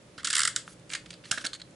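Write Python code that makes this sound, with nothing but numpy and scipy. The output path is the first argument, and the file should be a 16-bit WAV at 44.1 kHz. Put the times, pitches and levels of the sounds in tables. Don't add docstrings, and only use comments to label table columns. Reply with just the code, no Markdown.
import sys
import numpy as np
from scipy import signal
from scipy.fft import rfft, irfft
from scipy.io import wavfile
from scipy.ndimage import uniform_filter1d, map_coordinates

SR = 44100
rng = np.random.default_rng(int(sys.argv[2]) if len(sys.argv) > 2 else 0)


def how_loud(loudness_db):
    steps = np.asarray(loudness_db, float) / 20
    return 10 ** steps


def waveform_to_disk(signal):
    frames = np.transpose(np.atleast_2d(signal))
    scaled = np.clip(frames, -1, 1) * 32767
    samples = np.round(scaled).astype(np.int16)
    wavfile.write(sys.argv[1], SR, samples)


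N = 77175


def ring(x, hz, width):
    return signal.lfilter(*signal.iirpeak(hz, hz / width, fs=SR), x)


def unit(x):
    return x / np.sqrt(np.mean(x ** 2, axis=-1, keepdims=1))


def shaped_noise(points, count):
    hz = np.fft.rfftfreq(N, 1 / SR) + 1
    point_hz, point_db = np.array(points).T
    gain = how_loud(np.interp(np.log(hz), np.log(point_hz), point_db))
    return unit(irfft(rfft(rng.standard_normal((count, N))) * gain, N))


def air():
    # frequency in Hz, level in dB.
    tone = [(18, -70), (30, -17), (146, -5.5), (277, -9), (401, -11), (527, -12.5), (763, -19.5),
            (3280, -25.5), (11000, -32.5), (14300, -70), (22000, -120)]
    # frequency in Hz, rms level in dB, width in Hz.
    hums = [(58.6, -76, 4.6), (122.6, -64.5, 18.3), (174, -65, 8.7), (307.5, -66.5, 39)]
    # frequency in Hz, level in dB.
    whines = [(522.5, -66), (581, -66.5)]
    t = np.arange(N) / SR
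    mid, side = shaped_noise(tone, count=2)
    high_side = signal.lfilter(*signal.butter(2, 420, "high", fs=SR), side)
    side = high_side * how_loud(-5) + side * how_loud(-13)
    hum = sum(how_loud(db) * unit(ring(ring(rng.standard_normal(N), hz, width), hz, width))
              for hz, db, width in hums)
    whine = sum(how_loud(db - 0.5) * np.sin(2 * np.pi * hz * t) for hz, db in whines)
    whine = whine * (1 + 0.064 * np.array([[-1], [1]]))
    return how_loud(-55 - 3) * (mid + side * np.array([[1], [-1]])) + hum + whine


def rattles(rows, body, low_db, bright_db, low_lag_ms):
    ticks_per_s, tick_spread_db, detune = 9000, 2.5, 0.025
    rise_ms, fall_ms, sag_db_per_ms = 0.44, 2.14, 0.5
    size = 2048
    start, level, length_ms, low_rel, bright_rel = np.array(rows).T[:, :, None]
    ms = np.arange(size) * 1000 / SR
    f = np.fft.rfftfreq(size, 1 / SR) + 1
    chance = rng.random((len(rows), 3, size))

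    happens = chance[:, 0] < ticks_per_s / SR
    direction = np.sign(chance[:, 1] - 0.5)
    ticks = happens * direction * how_loud(-tick_spread_db * np.log(chance[:, 2] + 0.04))
    fade = np.exp(-np.clip(ms - length_ms, 0, None) / fall_ms)
    shape = np.clip(ms / rise_ms, 0, 1) * fade * how_loud(-sag_db_per_ms * ms)
    strength = np.sqrt(np.mean(shape ** 2, axis=1, keepdims=True))
    click = np.exp(-1j * np.pi * f * length_ms / 1000)
    drive = np.array([rfft(ticks * shape), click])
    tune = 1 + detune * (2 * chance[:, 1, -10:, None] - 1)

    bands = []
    for g, group in enumerate(body):
        response = 0
        for k, (hz, width, db) in enumerate(group):
            tuned = hz * tune[:, 3 * g + k]
            peak = (1 + 1j * (f / tuned - tuned / f) * tuned / (2 * width)) ** -2
            response = response + (-1) ** k * how_loud(db) * peak
        bands.append(strength * unit(irfft(drive * response)))
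    low, mid, bright = bands
    low = np.roll(low, int(low_lag_ms * SR / 1000), axis=-1)
    mix = mid + how_loud(low_rel + low_db) * low + how_loud(bright_rel + bright_db) * bright
    sound = how_loud(level - 13.0) * mix

    out = np.zeros((2, N + size))
    for row, events in zip(out, sound):
        np.add.at(row, (start * SR).astype(int) + np.arange(size), events)
    return out[:, :N]


def rub():
    # start in seconds, length in seconds, level in dB, centre frequency in Hz.
    slides = [
        (0.178, 0.039, -54.5, 2540),
        (0.242, 0.17, -48, 5100),
        (0.348, 0.0098, -19, 5940),
        (0.529, 0.0066, -47, 6000),
        (0.66, 0.084, -56.5, 8450),
        (0.909, 0.019, -43, 4900),
        (1.082, 0.07, -63, 4000),
        (1.241, 0.067, -56, 3200),
        (1.306, 0.13, -51.5, 4450),
    ]
    t = np.arange(N) / SR
    unevenness = unit(uniform_filter1d(rng.standard_normal(N), size=80))
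    grit = rng.standard_normal(N) * how_loud(2.0 * unevenness)
    total = np.zeros(N)
    for start, length, db, hz in slides:
        fade = np.clip(np.minimum(t - start, start + length - t) / 0.009, 0, 1)
        total += how_loud(db) * unit(ring(grit, hz, 1.5 * hz)) * fade
    return total


def ratchet():
    # start in seconds, middle level in dB, rattle length in ms,
    # low body level in dB, bright body level in dB (both relative to the middle).
    clicks = [(0.1782, -32, 10.3, -7.5, -18.5), (0.1935, -38, 14, -6, -25), (0.2307, -34, 1.1, -5, -11),
              (0.2448, -16.5, 6.9, -15, -9), (0.2524, -24.5, 5, -14, -10), (0.2578, -24, 3.2, -23, -16),
              (0.2704, -15.5, 3.24, -14, -9.5), (0.2755, -22.5, 2.8, -10, -15),
              (0.2833, -23.5, 2.4, -20, -9), (0.3012, -16.5, 4, -14.5, -10),
              (0.3055, -18.5, 4.1, -15.5, -10), (0.3146, -34, 1.6, -12, -17),
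              (0.3185, -26.5, 2.6, -14, -19), (0.3287, -14, 2.1, -14, -7.5),
              (0.3335, -16.5, 5.5, -11.5, -11), (0.3485, -32, 5.5, -14, -8),
              (0.3528, -11.5, 2.24, -13.5, -10.5), (0.3637, -19, 2.4, -11, -5),
              (0.3662, -12, 2.95, -14.5, -12), (0.3746, -20.5, 5, -9, -11), (0.3805, -14.5, 2.3, -11, -5),
              (0.3897, -20.5, 2.6, -1, -9), (0.3922, -12, 2.7, -15.5, -9.5), (0.4012, -22, 1.7, -16, -18),
              (0.4035, -10.5, 1.78, -14, -7), (0.4156, -14, 2.6, -11.5, -10.5),
              (0.4318, -12.5, 3.5, -13.5, -8.5), (0.4502, -12.5, 4.3, -9.5, -8),
              (0.4744, -12.5, 2.32, -9.5, -8), (0.4775, -21.5, 2.9, -22, -3), (0.554, -42, 2.4, -3, -3),
              (0.5606, -12.5, 3.5, -15.5, -8)]
    # frequency in Hz, width in Hz, level in dB.
    shell = [
        [(1314, 314, 4.5), (1610, 278, 6.5), (2032, 140, 6.5)],
        [(3304, 870, 5.5), (4980, 720, 3), (6050, 310, -4.5)],
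        [(7340, 1260, 6.5), (8640, 1450, 7), (9450, 1460, 5)],
    ]
    return rattles(clicks, shell, 9.6, 9.67, 1.16)


def thuds():
    # start in seconds, level in dB, frequency in Hz,
    # time to fall by 60 dB in seconds.
    knocks = [(0.181, -49, 112, 0.058), (.180, -53.5, 610, 0.037), (0.6783, -32.5, 1500, 0.013),
              (.678, -39.5, 3160, 0.014), (.93, -53.5, 796, 0.14), (1.314, -43, 133, 0.17),
              (1.312, -44, 692, 0.13), (1.376, -45.5, 587, 0.099), (1.376, -47, 311, 0.1),
              (1.445, -43.5, 309, 0.13), (1.447, -46, 617, 0.13)]
    t = np.arange(N) / SR
    spread = 2 ** np.linspace(-0.6, 0.8, num=11)[:, None]
    weight = np.minimum(spread, 1 / spread) ** 4.5
    total = np.zeros(N)
    for start, db, hz, t60 in knocks:
        age = np.clip(t - start, 0, None)
        phase = 0.36 * rng.random(spread.shape)
        tones = np.sin(2 * np.pi * (hz * age * spread + phase)) * weight
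        fade = how_loud(-60 * age / t60) * (1 - np.exp(-age / 0.00036))
        total += how_loud(db - 2.5) * tones.sum(axis=0) * fade
    return total


def lifting():
    # start in seconds, middle level in dB, rattle length in ms,
    # low body level in dB, bright body level in dB (both relative to the middle).
    crackles = [(0.7945, -50, 3, -17, -3.5), (0.8938, -40, 3.9, -14, -4), (0.9009, -28, 3.1, -11, -12),
                (0.9105, -41, 11, -4, 0.5), (0.921, -35, 4.6, 0, -21), (0.9258, -39, 1.3, -18, 3),
                (0.9325, -27, 0.65, -5, -10), (0.9342, -19.5, 4.1, -14.5, -8.5),
                (0.938, -30, 4.6, -10, -26), (0.9485, -24.5, 2.9, -2.5, -7.5), (0.9513, -21.5, 2.8, -9, -8),
                (0.9558, -25.5, 3.3, -22, -14), (0.962, -39, 6, -14, -31), (1.059, -35.5, 6.1, -12, -15),
                (1.1044, -28.5, 4.6, -15, -11), (1.1292, -36.5, 3.3, -14, -24),
                (1.138, -31.5, 2.4, -18.5, -17), (1.2378, -38, 11, -12.5, -26), (1.7065, -56, 4, -20, 1.5)]
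    # frequency in Hz, width in Hz, level in dB.
    paper = [
        [(1570, 470, 0.18), (2240, 440, -1.1)],
        [(3000, 750, 0), (4570, 520, 0)],
        [(7200, 1650, 38.6), (9700, 830, 29)],
    ]
    return rattles(crackles, paper, 8.65, 6.6, 0)


def wobble():
    # start in seconds, middle level in dB, rattle length in ms,
    # low body level in dB, bright body level in dB (both relative to the middle).
    rocks = [
        (1.2533, -34.5, 8.3, -10, -19),
        (1.4628, -19, 3.2, -17, -10),
        (1.466, -17, 3.8, -37, -14),
        (1.5314, -21, 3.4, -16.5, -22.5),
        (1.5374, -26, 5.9, -19.5, -13.5),
        (1.5467, -33.5, 7.4, -10, -10),
        (1.5543, -35.5, 9.8, -14, -12),
        (1.5974, -38, 10.5, -9.5, -17),
        (1.6155, -25.5, 2.7, -17.5, -23),
    ]
    # frequency in Hz, width in Hz, level in dB.
    cap = [
        [(1980, 910, 0)],
        [(3220, 730, -6), (4050, 270, -0.5), (4306, 210, 6.5)],
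        [(6330, 250, 0), (7980, 1760, 0)],
    ]
    return rattles(rocks, cap, 8.9, 7.7, 0)


def setting():
    # start in seconds, middle level in dB, rattle length in ms,
    # low body level in dB, bright body level in dB (both relative to the middle).
    hits = [(1.3113, -13, 2, -12.5, -13), (1.3135, -11, 2.59, -25, -5), (1.3185, -25, 2, -25, -15),
            (1.3218, -29.5, 2.5, 3, -17), (1.3268, -31, 2.5, -5, -12), (1.3374, -39, 5, 4, -7),
            (1.3742, -30, 3.2, 4, -10), (1.3804, -22, 3.5, -17, -20), (1.4096, -33, 3.6, -12, -23),
            (1.4135, -37, 2, -7, -10), (1.4405, -31.5, 2, 1, -15), (1.4442, -21.5, 2.5, -22, -17),
            (1.4498, -18.5, 2.8, -10, -10.5), (1.4553, -32.5, 2.5, 0, -3)]
    # frequency in Hz, width in Hz, level in dB.
    casing = [
        [(1540, 310, 4.7), (1740, 250, 0.7), (2140, 170, -5.5)],
        [(3200, 910, 3), (4000, 440, 2.5), (5300, 580, 0)],
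        [(6070, 2800, -0.69), (8800, 2550, 0.17)],
    ]
    return rattles(hits, casing, 9.5, 6.2, 0.3)


def room(x):
    level_db, t60_s, alike = -8.5, 0.21, 0.74
    low_db, low_hz = 1, 2400
    t = np.arange(SR // 2) / SR
    a, b = rng.standard_normal((2, len(t))) * how_loud(-60 * t / t60_s) * np.clip(t / 0.0015, 0, 1)
    tail = np.array([a * np.sqrt(1 + alike) + sign * b * np.sqrt(1 - alike) for sign in (1, -1)])
    tail = signal.lfilter([1, 0.35], [1], tail)
    tail = tail + (how_loud(low_db) - 1) * signal.lfilter(*signal.butter(1, low_hz, fs=SR), tail)
    tail = tail / np.sqrt(np.sum(tail ** 2) / 2)
    return how_loud(level_db) * signal.fftconvolve(tail, x[None], axes=1)[:, :N]


def scene():
    pans_db = np.array([-2.5, -3, -4, -3])
    right_lag_samples = 0.17
    thin = signal.butter(6, 1063, "high", fs=SR, output="sos")
    parts = signal.sosfilt(thin, [ratchet() + rub(), lifting(), setting(), wobble()])
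    left = np.dot(how_loud(pans_db / 2), parts[:, 0])
    right = np.dot(how_loud(-pans_db / 2), parts[:, 0])
    right = map_coordinates(right, [np.arange(N) - right_lag_samples], order=3, mode="nearest")
    knocks = thuds()
    to_room = parts[:3, 1].sum(axis=0) + how_loud(-7) * parts[3, 0] + how_loud(-5) * knocks
    background = (knocks + air()) * how_loud(np.array([[-0.6], [0.6]]))
    return np.array([left, right]) + room(to_room) + background


def band_limit(x):
    return signal.sosfilt(signal.butter(12, 12140, fs=SR, output="sos"), x)


def record(dry):
    rounded = np.tanh(1.798 * dry) / 1.437
    top_cut = signal.ellip(7, 0.5, 52, 10887, fs=SR, output="sos")
    return band_limit(signal.sosfilt(top_cut, rounded))


dry = scene()
out = record(dry)
waveform_to_disk(out)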